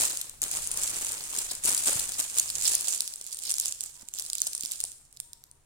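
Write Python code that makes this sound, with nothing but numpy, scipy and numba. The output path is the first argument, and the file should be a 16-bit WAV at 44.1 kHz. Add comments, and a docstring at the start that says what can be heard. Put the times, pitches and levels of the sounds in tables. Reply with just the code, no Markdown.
"""A dense rush of crackling fades into lone snaps: hands squeeze, then twist, a filled thin plastic bag.
Each crease is a noise burst lasting milliseconds; many small random ones make the dense crackle.
A dull rub is made of longer bursts, and finger pats are short, heavily damped thuds of the soft filling.
A noise tail stands for the hard kitchen walls, over low rumble, quiet air and a faint far tone."""
import sys
import numpy as np
from scipy import signal
from scipy.fft import rfft, irfft, next_fast_len
from scipy.io import wavfile
from scipy.ndimage import uniform_filter1d
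from numba import njit

SR = 44100
rng = np.random.default_rng(int(sys.argv[2]) if len(sys.argv) > 2 else 0)


def waveform_to_disk(signal):
    """Save audio, clipped to [-1, 1], as 16-bit WAV at the path in sys.argv[1]."""
    frames = np.transpose(np.atleast_2d(signal))
    scaled = np.clip(frames, -1, 1) * 32767
    samples = np.round(scaled).astype(np.int16)
    wavfile.write(sys.argv[1], SR, samples)


N = 249165
TIME = np.arange(N) / SR
TWIST_S = (1.91, 3.25)  # the hands pass from squeezing the bag to twisting its neck
LEFT_LAG_S, LAG_SPREAD_S = 2e-4, 6e-5  # how much later the left port hears the bag


def undb(db):
    """Turn decibels into a gain."""
    return 10 ** (np.asarray(db) / 20)


def gains(table, size):
    """Read a (pitch_hz, level_db) table as gains on the bins of a transform."""
    hz, db = np.transpose(table)
    bin_hz = np.arange(size // 2 + 1) * SR / size
    return undb(np.interp(np.log(bin_hz + 1), np.log(hz), db))


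def colour(x, table):
    """Shape a sound with a causal filter of the given spectrum and unit energy."""
    # folding the cepstrum puts the filter's energy as early as possible
    cepstrum = irfft(np.log(gains(table, size=4096)))
    cepstrum[1:2048] *= 2
    cepstrum[2049:] = 0
    ring = irfft(np.exp(rfft(cepstrum)))[:2048]
    ring = ring / np.sqrt(np.sum(ring ** 2))
    return signal.fftconvolve(x, np.atleast_2d(ring), axes=1)[:, :N]


def pair(alike):
    """Make left and right noise: alike = 0 is unrelated, 1 is identical."""
    alike = np.clip(alike, 0, 1)
    mid, side = rng.standard_normal((2, N))
    shared = np.sqrt(1 + alike) * mid
    opposed = np.sqrt(1 - alike) * side * np.array([[1], [-1]])
    return (shared + opposed) / np.sqrt(2)


def walk(rate):
    """Drift smoothly between random levels, with about `rate` new levels a second."""
    hold = int(SR / rate)
    steps = np.repeat(rng.standard_normal(N // hold + 1), hold)
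    return uniform_filter1d(steps, hold)[:N]


def squeeze_to_twist(values):
    """Glide from the squeezing value to the twisting value as the hands change their action."""
    return np.interp(TIME, TWIST_S, values)


@njit
def bursts(s, left, right, decay_s, lag_s, noise):
    """Noise bursts of unit energy that swell and die; the left port hears each a little later."""
    out, shape = np.zeros(noise.shape), np.zeros(4096)
    for g in range(len(s)):
        start, lag, span = int(s[g] * SR), int(lag_s[g] * SR), decay_s[g] * SR
        length = min(int(8 * span) + 2, out.shape[1] - 64 - start, 4096)
        energy = 1e-12
        for k in range(length):
            shape[k] = k / span * np.exp(-k / span)
            energy += shape[k] ** 2 * (noise[0, start + k] ** 2 + noise[1, start + k] ** 2) / 2
        for k in range(length):
            level = shape[k] / np.sqrt(energy)
            out[0, start + k + lag] += left[g] * level * noise[0, start + k]
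            out[1, start + k] += right[g] * level * noise[1, start + k]
    return out


def creases(s, db, decay_s, noise):
    """Scatter bursts over the bag, so balance and delay between the ports differ for each."""
    lag_place, pan_place = rng.standard_normal((len(s), 2)).T
    lag = np.clip(LEFT_LAG_S + LAG_SPREAD_S * lag_place, 0, 1e-3)
    size = undb(db) * np.sqrt(5e-3 * SR)  # the level is an average over 5 ms
    pan = undb(1.2 * pan_place)
    return bursts(s, size * pan, size / pan, decay_s, lag, noise)


def swarm(db, count, scatter_db, drift_db, decay_s, alike):
    """Random creases: many small, few large, evenly scattered in time, their loudness drifting at random."""
    when, how_big, how_long = rng.random((count, 3)).T
    s = when * N / SR
    at = (s * SR).astype(int)
    spread_db = -scatter_db[at] * (np.log(1 - .98 * how_big) + 1.24)
    size_db = db[at] + spread_db + drift_db * walk(45)[at]
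    length_s = decay_s * np.exp(2.4 * (how_long - .5))
    return creases(s, size_db, length_s, pair(alike))


def far_tone():
    """A faint, throbbing sine wave near 1 kHz that comes and goes, its pitch wandering slightly."""
    tone_hz, throb_hz = 942, 32  # centres of the wandering rates
    # when the far tone sounds: start_s, end_s, level_db
    tones = [(3.96, 4.09, -73), (5.26, 5.42, -74), (5.48, 5.58, -75)]
    gain = 0
    for start_s, end_s, db in tones:
        fade = np.interp(TIME, [start_s - .03, start_s, end_s, end_s + 0.015], [0, 1, 1, 0])
        gain = gain + undb(db) * fade
    throb_cycles = np.cumsum(throb_hz * (1 + .3 * walk(20))) / SR
    throb = 1 + .3 * np.sin(2 * np.pi * throb_cycles)
    tone_cycles = np.cumsum(tone_hz + 22 * walk(60)) / SR
    return gain * throb * np.sin(2 * np.pi * tone_cycles)


def room_air():
    """Steady room air: quiet noise that is mostly different at the two ports."""
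    # colour of the air: pitch_hz, relative_level_db
    air_colour = [(100, -21), (300, 3), (1000, -2), (2200, -7.5), (7500, -15), (15000, -31)]
    air_db = -72.5
    return undb(air_db) * colour(pair(0.2), air_colour)


def rumble():
    """Low noise, nearly the same at both ports, that slowly rises and falls."""
    # colour of the rumble: pitch_hz, relative_level_db
    rumble_colour = [(20, 4.5), (38, 9.5), (50, -3.5), (76, 5), (107, -7.5), (135, 4), (170, -12),
                     (260, -12), (340, -39.5)]
    # loudness of the rumble over time: time_s, level_db
    rumble_level = [(0.0, -51.5), (0.19, -64), (0.52, -53), (1.21, -61), (1.87, -59), (2.02, -53),
                    (2.21, -63.5), (2.6, -56.5), (2.9, -70), (3.75, -66), (4.52, -67), (5.64, -65.5)]
    level_db = np.interp(TIME, *np.transpose(rumble_level))
    return undb(level_db) * colour(pair(0.88), rumble_colour)


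def room(x):
    """Tiled walls: a decaying noise tail, unrelated at the two ports."""
    # colour of the room tail: pitch_hz, level_db
    wall_colour = [(250, -4.5), (1500, 3.5), (5000, 0.5), (8000, 0), (13000, -2)]
    t60_s, build_s, room_db = 0.53, 0.01, -11.5  # time to fade by 60 dB, build-up time, level
    t = np.arange(int(.8 * SR)) / SR
    fade = np.exp(-np.log(1000) * t / t60_s)
    tail = rng.standard_normal((2, len(t))) * fade * (1 - np.exp(-t / build_s))
    tail = tail / np.sqrt(np.sum(tail[0] ** 2))
    size = next_fast_len(N + len(t))
    spectrum = rfft(x, size) * rfft(tail, size) * gains(wall_colour, size)
    return undb(room_db) * irfft(spectrum, size)[:, :N]


def pats():
    """Each pat is a soft push on the filling: a short thud of about one heavily damped cycle."""
    # finger pats on the filling: start_s, relative_level_db, pitch_hz
    pushes = [(1.335, -23, 1080), (1.38, -32.5, 400), (1.651, -31.5, 394), (1.689, -28.5, 390),
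              (1.894, -22, 514), (1.957, -32.5, 121),  (2.192, -37, 268), (2.74, -32, 595),
              (2.877, -34.5, 790), (3.211, -43, 520), (4.03, -47.5, 248), (4.469, -33, 670),
              (4.55, -32.5, 1210), (4.637, -41, 248), (4.843, -33.5, 750)]
    out, t = np.zeros((2, N)), np.arange(4000) / SR
    for s, db, hz in pushes:
        swell_and_fade = np.exp(-t * hz / 0.7) * (1 - np.exp(-t / 0.00043))
        blow = undb(db + 1.0) * np.sin(2 * np.pi * hz * t) * swell_and_fade
        for side, lag in enumerate((LEFT_LAG_S, 0)):
            start = int((s + lag) * SR)
            out[side, start:start + len(t)] += blow
    return out


def rub(crackle_db, scatter_db):
    """Rubbed film: many longer, duller bursts that follow the crackle's loudness."""
    # colour of the rub: pitch_hz, relative_level_db
    rub_colour = [(60, -5), (150, -7), (400, -3), (900, -2), (2000, -2.5), (4000, -6)]
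    base_db = (-59, -66.5)  # burst level at the usual crackle level: squeezing, twisting
    usual_db, follows = -35, 0.77  # usual crackle level; dB of rub per dB of crackle
    rub_db = squeeze_to_twist(base_db) + follows * (crackle_db - usual_db)
    dull = swarm(rub_db, count=5000, scatter_db=0.52 * scatter_db, drift_db=2.5,
                 decay_s=0.0013, alike=0.7)
    return colour(dull, rub_colour)


def crackle():
    """Level of the crackle in dB: a changing base level plus crumples that swell and die away."""
    # the changing level of the crackle under the crumples: time_s, relative_level_db
    base_level = [(0.0, -27), (0.415, -58), (0.418, -38), (1.0, -33.5), (1.45, -40), (1.631, -56),
                  (1.636, -29), (1.86, -29.5), (2.34, -40), (2.5, -36), (2.9, -32.5), (3.14, -52),
                  (3.3, -43), (3.45, -49), (3.68, -37.5), (3.79, -61), (4.13, -56), (4.15, -40),
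                  (4.4, -47.5), (4.7, -39.5), (4.85, -46.5), (5.0, -63), (5.3, -66.5), (5.64, -71)]
    # crumples, where the film gives way in a rush (swell and fade are times per 20 dB, at least 1 ms):
    # peak_s, relative_peak_db, swell_s, fade_s
    crumples = [(0.0, -19, .02, 0.16), (0.419, -28, .002, .08), (0.556, -29, 0.14, 0.13),
                (0.832, -26.5, 0.14, 0.11), (1.011, -31, -0.16, 0.34), (1.346, -28, 0.05, 0.22),
                (1.509, -31, -0.08, 0.1), (1.685, -22, 0.0549, 0.09), (1.876, -22, 0.05, 0.23),
                (2.09, -24.5, -0.04, 0.01), (2.191, -24, 0.03, 0.0747), (2.375, -24, 0.05, 0.1),
                (2.681, -24.5, 0.16, 0.1852), (2.747, -22, 0.18, 0), (2.886, -25.5, 0.06, 0.1855),
                (3.5, -33, 0.17, 0.22), (3.68, -38.5, 0.06, 0.1), (3.829, -41.5, 0.07, 0.23),
                (4.024, -41, 0.07, -0.26), (4.46, -39, 0.34, 0.08)]
    t = TIME[::32]
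    power = undb(2 * np.interp(t, *np.transpose(base_level)))
    for s, db, swell_s, fade_s in crumples:
        slope_s = np.maximum(np.where(t < s, swell_s, fade_s), 1e-3)
        power = power + undb(2 * (db - 20 * np.abs(t - s) / slope_s))
    return np.interp(TIME, t, 10 * np.log10(power))


def film(crackle_db, scatter_db):
    """Buckling film: dense crackle plus lone snaps, whose lower part varies with the size of the fold."""
    # lone creases: start_s, level_db (over 5 ms), lower_part_db (relative to level_db),
    # length_ms (kept within 0.8-8; 3.5 times the decay constant)
    snaps = [(0.051, -24, -28, 3.8), (0.172, -29, -7.5, 1.6), (0.2133, -28, -28, 2.1),
             (0.2953, -36.5, -27, 2), (0.418, -24, -19, 2), (0.431, -29, -6, 1.2), (0.438, -25.5, -11, 1.3),
             (0.5129, -28, -28, 3.5), (0.673, -28.5, -24, 1.1), (0.7139, -27, -13, 5.4),
             (0.773, -27.5, -8, 2.2), (0.8337, -25, -13, 4), (0.876, -29, -25, 0.8),
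             (1.011, -38, -19.5, 0.8), (1.1195, -31, -16, 0.66), (1.2392, -35, -20, 0.8),
             (1.3859, -24.5, -6, 5.6), (1.512, -29.5, -3.5, 8.9), (1.65, -22.5, -22, 6),
             (1.6568, -23.5, -7, 3.6), (1.689, -21, -17.5, 12), (1.7473, -23, -33, 2.2),
             (1.775, -24.5, -5, 8.4), (1.551, -34, -6, 3.3), (1.872, -25, -17, 3.5),
             (1.993, -24.5, -6.5, 9), (2.1197, -31.5, -8, 1.7), (2.1986, -22.5, -12, 7.9),
             (2.3755, -26, -29, 2.4), (2.385, -18.5, -10, 0.83), (2.397, -16.5, -32, 3.1),
             (2.5013, -28, -15, 1.1), (2.554, -26.5, -25.5, 0.76), (2.6224, -32.5, -9, 2.4),
             (2.7512, -19, -33.5, 2.6), (2.8095, -28, -20, 0.8), (2.8828, -24, -11, 1.5),
             (3.0063, -22.5, -3.5, 0.56), (3.0196, -31.5, -36, 0.69), (3.0771, -32, -1.5, 1.1),
             (3.1384, -38, 1, 0.77), (3.1587, -34.5, -35, 0.56), (3.2119, -36, -6, 3.9),
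             (3.2655, -37, -25, 0.84), (3.3255, -31.5, -8.5, 9.9), (3.346, -34.5, -25, 0.64),
             (3.3709, -38, -24, 0.48), (3.3894, -38.5, 0, 0.86), (3.437, -38, -3, 1.3),
             (3.452, -36, -23, 0.87), (3.4949, -29, -22, 0.73), (3.5052, -26, -32, 0.9),
             (3.5132, -24, -34, 2.7), (3.5201, -26, -32, 1), (3.54, -27.5, -8, 1.9),
             (3.5835, -26, -27, 0.92), (3.5983, -21.5, -27, 3), (3.6111, -30, -36, 1),
             (3.6577, -24.5, -31, 0.69), (3.682, -29, -21, 0.71), (3.7229, -30.5, -3.5, 2.6),
             (3.8079, -28.5, -13.5, 1.9), (3.8155, -38, -25, 1.3), (3.833, -41, -28, 1.1),
             (3.8375, -31.5, -33, 1.4), (3.86, -38, -23, 1), (4.0863, -36.5, -18, 1.6),
             (4.1385, -34, -25, 1.2), (4.187, -34.5, 0, 0.7), (4.1969, -30, -3.5, 0.63),
             (4.2225, -33.5, -14, 0.9), (4.149, -39, -12, 0.75), (4.2505, -39, -17, 1),
             (4.263, -39, -6, 1.3), (4.2999, -30.5, -5.5, 1.7), (4.332, -27, -2.5, 1.06),
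             (4.353, -28, -40, 0.91), (4.383, -31, -25, 0.72), (4.4034, -32, -24, 1.2),
             (4.4178, -19, -25, 1.4), (4.4683, -25.5, -16.5, 4.7), (4.4741, -30, -28, 0.86),
             (4.5496, -27, -25, 3.9), (4.532, -33.5, -5, 2), (4.578, -33.5, -25, 2.7),
             (4.635, -37.5, 6.5, 0.84), (4.659, -36, 2, 0.95), (4.608, -30, -18, 2.7),
             (4.6245, -36, -3, 0.96), (4.6503, -31.5, -12, 2.1), (4.692, -44, -22, 1.4),
             (4.713, -34, -4, 1.2), (4.718, -27.5, -16, 3), (4.8024, -30, -12, 1.1),
             (4.805, -33, -6.5, 0.67), (4.8116, -33, -24, 1.2), (4.8256, -49, -25, 0.71),
             (4.8392, -24, -35, 0.68), (4.851, -35, -22, 1.8), (4.918, -41.5, -17, 0.9),
             (5.052, -57, -7.5, 1.3), (5.127, -50, -30.5, 0.83), (5.1652, -53, -11.5, 1.4),
             (5.1702, -47.5, 1, 3.9), (5.201, -31, -12, 1.35), (5.209, -47, -17, 1),
             (5.332, -41.5, -2, 1.9), (5.4389, -46, -36, 0.67), (5.5135, -48, -24, 1.2)]
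    # colour of a crease: pitch_hz, relative_level_db
    crease_colour = [(710, -36.5), (1200, -24), (2040, -18), (2400, -12), (3150, -12), (5240, -9.5),
                     (7570, 2), (9210, 1), (11800, -11.5), (15200, -14.5), (16000, -27.5)]
    # colour of a large fold: pitch_hz, relative_level_db
    fold_colour = [(1500, -25.5), (2800, -12.5), (3600, -5.5), (5200, 2), (6500, -12)]
    body_colour = [(2000, -9.5), (3400, -4.0), (10000, -1.5), (14000, -2)]  # pitch_hz, relative_level_db
    fold_db = squeeze_to_twist((-21, -15))  # random large folds, relative to the crackle

    top = swarm(crackle_db - 12, count=6000, scatter_db=scatter_db, drift_db=1.5,
                decay_s=0.00044, alike=0.22)
    low = swarm(crackle_db + fold_db, count=1500, scatter_db=0.66 * scatter_db, drift_db=6.5,
                decay_s=.0006, alike=0.42)
    top = colour(top, crease_colour)

    # a small lone crease radiates little below its own size
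    s, db, low_db, ms = np.transpose(snaps)
    decay_s = np.clip(ms, .8, 8) / 3500
    lone_top = creases(s, db, decay_s, colour(pair(0.97), crease_colour))
    lone_low = creases(s, db + low_db, decay_s, colour(pair(0.67), fold_colour))

    taut = squeeze_to_twist([0, .8])  # taut film has little body
    bright = colour(lone_top + lone_low + taut * top, body_colour)
    return (1 - taut) * top + colour(low, fold_colour) + bright


def scene():
    """Bag and hands in the room, over rumble, room air and the far tone."""
    background = rumble() + room_air() + far_tone()
    crackle_db = crackle()
    # squeezing crumples the film evenly and rubs it; twisting lets single creases stand out
    scatter_db = squeeze_to_twist((1.5, 4.5))
    bag = rub(crackle_db, scatter_db) + pats() + film(crackle_db, scatter_db)
    pan = undb(squeeze_to_twist((-1, -6.5)) / 2)  # left minus right in dB, half to each side
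    return background + room(bag) + bag * np.array([pan, 1 / pan])


def record(dry):
    """The two ports resonate at different treble pitches; the loudest peaks are rounded and the top is cut."""
    # difference between the ports: pitch_hz, left_minus_right_db
    port_balance = [(100, 0), (3000, 1.5), (5500, 1), (7300, -2.5), (8800, 11.5), (11000, 9), (15000, 7.5)]
    top_hz, ceiling = 16000, .9
    size = next_fast_len(N)
    tilt = np.sqrt(gains(port_balance, size))  # half of the difference to each side
    wet = irfft(rfft(dry, size) * np.array([tilt, 1 / tilt]), size)[:, :N]
    rounded = ceiling * np.tanh(wet / ceiling)
    top_cut = signal.ellip(12, .2, 95, top_hz, fs=SR, output="sos")
    return signal.sosfilt(top_cut, rounded)


dry = scene()
out = record(dry)
waveform_to_disk(out)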